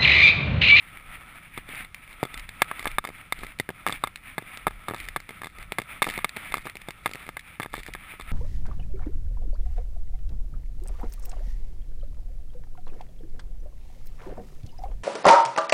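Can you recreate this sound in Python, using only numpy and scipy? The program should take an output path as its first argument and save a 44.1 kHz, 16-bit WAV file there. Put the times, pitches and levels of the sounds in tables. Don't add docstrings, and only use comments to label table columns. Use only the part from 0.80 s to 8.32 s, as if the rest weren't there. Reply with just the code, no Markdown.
import sys
import numpy as np
from scipy import signal
from scipy.fft import rfft, irfft, next_fast_len
from scipy.io import wavfile
from scipy.ndimage import uniform_filter1d

SR = 44100
rng = np.random.default_rng(int(sys.argv[2]) if len(sys.argv) > 2 else 0)


def voltage_ratio(level):
    return 10 ** (np.asarray(level, float) / 20)


def store_wav(level_fs):
    pcm = np.round(np.clip(np.atleast_2d(level_fs), -1, 1) * 32767)
    wavfile.write(sys.argv[1], SR, pcm.T.astype(np.int16))


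N = 331543

# time in seconds, then thud, body and sharp drive in dB.
KNOCKS = [(0.7766, -14.5, -22, -29.5), (0.8897, -22, -31.5, -37), (0.935, -28.5, -44, -56),
          (0.955, -52, -45, -27), (1.048, -55, -34, -31.5), (1.1457, -57, -40.5, -22.5),
          (1.43, -4.5, -21, -29.5), (1.4358, -40, -30, -18.5), (1.4524, -22, -27, -31),
          (1.5422, -32, -28, -22.5), (1.5764, -44, -40, -24), (1.596, -58, -42, -22.5),
          (1.691, -49, -42, -21.5), (1.8197, -20, 1, -6.5), (1.9138, -25, -15, -30.5),
          (2.045, -25, -44, -22), (2.056, -31, -11.5, -30), (2.0696, -15, -15, -33),
          (2.0745, -41, -21, -14.5), (2.1151, -51, -52, -25), (2.1842, -19.5, -5.5, -18.5),
          (2.2411, -29, -22.5, -34), (2.25, -36, -15, -24), (2.273, -48, -39, -21.5),
          (2.5237, -30, -11.5, -15.5), (2.634, -21, -21.5, -34.5), (2.788, -39, -60, -22),
          (2.7989, -11.5, -21, -10.5), (2.8906, -14.5, -18, -34), (2.9033, -17.5, -40, -27),
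          (3.0655, -28, -4.5, -22), (3.0745, -17, -17, -23), (3.0854, -17, -53, -18),
          (3.0957, -18, -12, -33), (3.1246, -23, -20, -18), (3.2385, -17, -5.5, -17),
          (3.273, -35, -22.5, -27.5), (3.3588, -61, -44, -19.5), (3.5811, -13, -10, -22),
          (3.5858, -18, -21.5, -42), (3.6234, -26.5, -38, -38), (3.7735, -35, -41, -23),
          (3.8687, -15, -1.5, -22), (3.875, -14, -14, -35), (3.88, -24, -17, -26), (3.9088, -36, -27, -42),
          (4.084, -39, -11.5, -26.5), (4.1371, -21, -19.5, -44), (4.1457, -23, -18.5, -29),
          (4.2866, -38, -39, -19.5), (4.362, -33, -9.5, -28), (4.3673, -21, -16.5, -25),
          (4.4022, -56, -46, -28), (4.4917, -24, -26, -31), (4.507, -24.5, -36, -37),
          (4.7853, -29.5, -40, -28), (4.827, -54, -37.5, -29.5), (4.9214, -15.5, -41, -15),
          (4.9849, -35, -11.5, -16), (5.018, -24, -30, -24.5), (5.2202, -14, -1.5, -19),
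          (5.2252, -21, -11.5, -6.5), (5.243, -26, -20.5, -19), (5.268, -21, -14.5, -42),
          (5.2854, -15.5, -30, -33), (5.3774, -15.5, -24.5, -22), (5.389, -29, -19.5, -32),
          (5.4452, -29, -8.5, -13.5), (5.4491, -21, -38, -28), (5.4931, -56, -46, -21),
          (5.5642, -21, -43, -21), (5.569, -18, -28, -22), (5.722, -44.5, -24, -25.5),
          (5.7412, -21, -12.5, -17), (5.8693, -27, -19, -40.5), (5.898, -49, -48, -25),
          (5.9546, -25, -40, -28.5), (5.969, -37, -54, -27), (6.0168, -39, -40, -28.5),
          (6.086, -16.5, -26, -25), (6.1067, -37, -36, -23), (6.2597, -20, -6.5, -18),
          (6.4906, -23, -19, -29), (6.5687, -44, -16.5, -25), (6.5936, -57, -51, -23),
          (6.7994, -12.5, -10, -27), (6.8322, -44, -24, -24), (6.94, -23.5, -14.5, -29),
          (7.033, -62, -57, -25), (7.0858, -19, -38, -35), (7.137, -55, -40, -20.5),
          (7.1504, -23, -16.5, -36.5), (7.3983, -27, -25.5, -35)]
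# frequency in Hz, level against the drive in dB, t60 in seconds.
THUD_MODES = [(133.4, -12.5, 0.018), (253, -6, 0.0081), (422, -8, 0.0094), (695, 0.5, 0.0041)]
BODY_MODES = [(908, -9, 0.0081), (1202, -2.5, 0.011), (1671, -6, 0.012)]
SHARP_MODES = [(2100, 1, 0.019), (3551, -5, 0.02), (4040, -24, 0.0046), (4660, -22, 0.028)]
# frequency in Hz, relative density in dB per Hz.
SNAP_COLOUR = [(900, -63), (1400, -16), (1750, 6), (2200, 11), (2900, -2.5), (3800, 1), (5900, -12.5)]
# start in seconds, length in seconds, then thud, body and sharp drive in dB.
RATTLES = [(1.277, .07, -63, -48, -43), (1.994, .045, -29.5, -33, -31), (2.268, .045, -30.5, -36.5, -39),
           (2.59, .085, -32.5, -45, -35), (3.104, .055, -27, -53, -29.5), (4.089, .04, -19.5, -26.5, -41),
           (4.155, 0.13, -39, -54, -32.5), (4.618, .06, -26.5, -27, -34), (4.99, .015, -22.5, -30, -32),
           (5.31, .05, -45, -50, -30), (5.252, .06, -24.5, -39, -24), (5.702, .012, -25, -48, -38),
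           (5.754, 0.038, -22.5, -23, -28.5), (5.855, .02, -25, -42, -32), (6.268, .1, -26.5, -49, -30),
           (6.466, .02, -25, -34.5, -36), (6.819, .045, -27, -29, -35), (6.933, .075, -32, -34, -29.5),
           (7.052, .03, -60, -56, -33), (7.32, .02, -34, -38, -51), (7.41, .015, -45, -33, -31)]
# loudest time in seconds, swell in seconds,
# fade in seconds, snow crunch in dB, rubbing on the shell in dB.
SCUFFS = [(.1, .15, 0.14, -50, -52.5), (.36, 0.2, 0.3, -47, -49.5), (.56, 0.014, 0.024, -49, -48.5),
          (.78, 0.16, 0.036, -47.5, -66), (1.0, 0.16, 0.05, -40, -48), (1.3, 0.16, 0.13, -48.5, -60),
          (1.41, 0.06, 0.17, -56, -48.5), (1.55, 0.066, 0.088, -42.5, -49), (1.88, 0.15, .2, -43.5, -48),
          (2.1, 0.18, 0.065, -47.5, -47.5), (2.27, 0.036, 0.06, -52, -54), (2.38, 0.06, 0.099, -46.5, -51),
          (2.62, 0.14, 0.14, -48, -53), (3.0, 0.081, 0.085, -51.5, -50), (3.14, 0.013, 0.054, -42, -55),
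          (3.25, 0.044, 0.063, -51.5, -49.5), (3.38, 0.021, 0.064, -55, -62),
          (3.471, 0.038, 0.055, -40.5, -54), (3.75, 0.11, 0.078, -41.5, -46), (4.0, 0.12, 0.22, -51, -53.5),
          (4.22, 0.16, 0.18, -48, -52.5), (4.55, 0.067, 0.07, -46, -53), (4.809, 0.08, 0.042, -47.5, -48.5),
          (4.97, 0.1, 0.18, -53, -54), (5.121, 0.041, 0.062, -40, -45.5), (5.32, 0.048, 0.11, -40, -47),
          (5.63, .11, 0.14, -40.5, -47), (5.88, 0.043, 0.035, -43.5, -48.5),
          (6.08, 0.15, 0.094, -51.5, -58), (6.2, 0.044, .08, -53, -53.5), (6.41, 0.15, 0.068, -47, -49.5),
          (6.56, .03, 0.037, -58, -58), (6.7, 0.047, 0.064, -44, -53.5), (6.97, .05, 0.048, -47, -53),
          (7.1, 0.061, 0.12, -54, -63), (7.279, 0.068, 0.084, -40, -49), (7.52, 0.066, 0.028, -46, -44.5)]
# frequency in Hz, relative density in dB per Hz.
CRUNCH_COLOUR = [(180, -4), (300, -4), (441, -30), (488, -61), (588, -12.5), (956, -5), (1230, -4),
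                 (1440, -2.5), (2290, 7.5), (2900, -3.5), (3700, -8.5), (4200, -17), (5900, -26),
                 (7670, -71), (13000, -120)]
# frequency in Hz, width in Hz, relative level in dB.
RUB_MODES = [(1304, 89, -2.5), (780, 180, -17), (3460, 120, -14.5)]
# strongest time in seconds, heave level in dB.
GUSTS = [(.33, -47), (.8, -50.5), (1.04, -49.5), (1.63, -39.5), (2.12, -39), (2.62, -44.5), (3.17, -49),
         (3.49, -49), (3.92, -41.5), (4.29, -39), (4.83, -43.5), (5.36, -43.5), (5.78, -45.5), (6.55, -56),
         (6.98, -43), (7.15, -46), (7.5, -40.5)]
# frequency in Hz, gain in dB.
WIND_COLOUR = [(35, -4.5), (60, 0), (141, -3), (172, -4), (450, -26), (580, -20), (990, -120)]

BOUNCE_S, BOUNCE_DB = 0.0055, (-8.5, -13, -26.5)
RATTLE_GAP_S, RATTLE_UNEVEN, RATTLE_SCATTER_DB = 0.013, 0.35, 4
SCRAPE_DB, SCRAPE_FADE_S = -21.5, 0.015
QUIET_CRUNCH_DB, QUIET_RUB_DB = -58, -61
GUST_SWELL_S, GUST_FADE_S, CALM_DB = 0.088, 0.078, -58
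FLUTTER_DB, HISS_DB = -56.5, -65.5
HELD_RATE_HZ, PLAY_RATE_HZ, TOP_HZ = 12000, 48000, 15250


def level(x, db):
    return x * voltage_ratio(db) / np.sqrt(np.mean(x ** 2))


def colour(x, points):
    hz, db = np.transpose(points)
    size = next_fast_len(N)
    bins_hz = np.maximum(np.arange(size // 2 + 1) * SR / size, 1)
    gain = voltage_ratio(np.interp(np.log(bins_hz), np.log(hz), db))
    return irfft(rfft(x, size) * gain, size)[:N]


def ring(x, hz, t60_s):
    pole = np.exp(2j * np.pi * hz / SR - np.log(1000) / (t60_s * SR))
    return signal.lfilter([1], [1, -pole], x).imag


def walk(rate_hz):
    hold = int(SR / rate_hz)
    steps = np.repeat(rng.standard_normal(N // hold + 1), hold)
    x = uniform_filter1d(uniform_filter1d(steps, hold), hold)[:N]
    return x / x.std()


def grains(per_s, spread_db):
    hit = rng.random(N) < per_s / SR
    size_db = spread_db * rng.exponential(size=N)
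    return hit * rng.standard_normal(N) * voltage_ratio(size_db)


def swells(at_s, swell_s, fade_s, peak_db, quiet_db):
    coarse = np.arange(0, N, 64)
    late_s = coarse / SR - at_s[:, None]
    width_s = np.where(late_s.T < 0, swell_s, fade_s).T
    bells = np.exp(-2 * (late_s / width_s) ** 2)
    power = voltage_ratio(2 * peak_db) @ bells + voltage_ratio(2 * quiet_db)
    return np.interp(np.arange(N), coarse, 10 * np.log10(power))


def knocks(scatter_db=3.0, contact_turns=0.26, snap_db=-5.5, snap_s=0.0019, chatter_db=-26.0, chatter_s=0.011):
    at_s, thud_db, body_db, sharp_db = blows().T
    spot = rng.standard_normal((len(at_s), 2, 11))
    t = np.arange(2048) / SR
    ring_db = np.minimum(sharp_db, body_db)
    groups = zip((thud_db, body_db, ring_db), (THUD_MODES, BODY_MODES, SHARP_MODES))
    modes = [(mode, drive_db) for drive_db, table in groups for mode in table]
    rings = 0
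    for k, ((hz, db, t60_s), drive_db) in enumerate(modes):
        size = voltage_ratio(drive_db + db + scatter_db * spot[:, 0, k])[:, None]
        mode_hz = hz * (1 + 0.012 * spot[:, 1, k])[:, None]
        rise = 1 - np.exp(-t * hz / contact_turns)
        decay = np.exp(-np.log(1000) * t / t60_s)
        rings = rings - size * rise * np.sin(2 * np.pi * mode_hz * t) * decay

    at = np.minimum((at_s * SR).astype(int)[:, None] + np.arange(len(t)), N - 1)
    sharp = voltage_ratio(sharp_db)[:, None]
    grit = level(colour(rng.standard_normal(N), SNAP_COLOUR), snap_db)
    snaps = sharp * grit[at] * np.exp(-t / snap_s)
    loose = level(colour(grains(750, 4.5), SNAP_COLOUR), chatter_db)
    chatter = sharp * loose[at] * np.exp(-t / chatter_s)
    shell = np.bincount(at.ravel(), (rings + snaps + chatter).ravel(), N)
    high_pass = signal.butter(2, 110, "high", fs=SR, output="sos")
    return signal.sosfilt(high_pass, shell)


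def blows():
    late_s = BOUNCE_S * np.exp(0.22 * rng.standard_normal(len(KNOCKS)))
    bounces = np.array(KNOCKS) + np.column_stack([late_s, np.tile(BOUNCE_DB, (len(late_s), 1))])
    return np.vstack([KNOCKS, bounces, rattles()])


def rattles():
    start_s, length_s, *drives_db = np.transpose(RATTLES)
    chance = rng.standard_normal((len(start_s), 12, 4))
    gaps_s = RATTLE_GAP_S * np.exp(RATTLE_UNEVEN * chance[..., 0])
    late_s = np.cumsum(gaps_s, axis=1) - gaps_s[:, :1]
    blows_db = np.transpose(drives_db)[:, None] + RATTLE_SCATTER_DB * chance[..., 1:]
    stopped = late_s > length_s[:, None]
    blows_db -= 200 * stopped[..., None]
    return np.dstack([start_s[:, None] + late_s, blows_db]).reshape(-1, 4)


def scraping():
    start_s, length_s, *_, sharp_db = np.transpose(RATTLES)
    half_s = length_s / 2 + SCRAPE_FADE_S
    uneven = grains(1500, 2.1) * voltage_ratio(4.0 * walk(90))
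    grind = level(colour(uneven, SNAP_COLOUR), SCRAPE_DB)
    return grind * voltage_ratio(swells(start_s + length_s / 2, 1.23 * half_s, 1.9 * half_s, sharp_db, -90))


def crunch(db):
    breaking = level(grains(3700, 2.8), -2) + level(rng.standard_normal(N), 1.5)
    clumps = breaking * voltage_ratio(2.5 * walk(40))
    return level(colour(clumps, CRUNCH_COLOUR), 0) * voltage_ratio(db)


def rubbing(db):
    slips = level(grains(2500, 1.3), 0) * voltage_ratio(0.72 * walk(20))
    hum = 0
    for hz, width_hz, mode_db in RUB_MODES:
        t60_s = np.log(1000) / (np.pi * width_hz)
        hum = hum + level(ring(slips, hz, t60_s), mode_db)
    return hum * voltage_ratio(db)


def wind(heave_db):
    band = signal.butter(2, [12, 38], "band", fs=SR, output="sos")
    heave = signal.sosfilt(band, rng.standard_normal(N))
    flutter = colour(rng.standard_normal(N) * voltage_ratio(0.99 * walk(20)), WIND_COLOUR)
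    flutter = flutter * voltage_ratio(0.065 * heave_db)
    return level(heave, 0) * voltage_ratio(heave_db) + level(flutter, FLUTTER_DB)


def scene():
    at_s, swell_s, fade_s, crunch_db, rub_db = np.transpose(SCUFFS)
    snow = crunch(swells(at_s, swell_s, fade_s, crunch_db, QUIET_CRUNCH_DB))
    hum = rubbing(swells(at_s, swell_s, fade_s, rub_db, QUIET_RUB_DB))
    gust_s, gust_db = np.transpose(GUSTS)
    gusts = wind(swells(gust_s, GUST_SWELL_S, GUST_FADE_S, gust_db, CALM_DB))
    return (knocks() + scraping() + snow + hum + gusts)[None]


def top_cut(x):
    return signal.sosfilt(signal.butter(12, 16530, fs=SR, output="sos"), x)


def record(dry):
    hiss = level(rng.standard_normal(N), HISS_DB)
    loud = np.tanh(dry + hiss)
    slow = signal.resample_poly(loud, HELD_RATE_HZ, SR, axis=1)
    held = np.repeat(slow, PLAY_RATE_HZ // HELD_RATE_HZ, axis=1)
    played = signal.resample_poly(held, SR, PLAY_RATE_HZ, axis=1)[:, :N]
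    low_pass = signal.ellip(9, 0.5, 45, TOP_HZ, fs=SR, output="sos")
    mix = signal.sosfilt(low_pass, played)
    return top_cut(mix)


dry = scene()
out = record(dry)
store_wav(out)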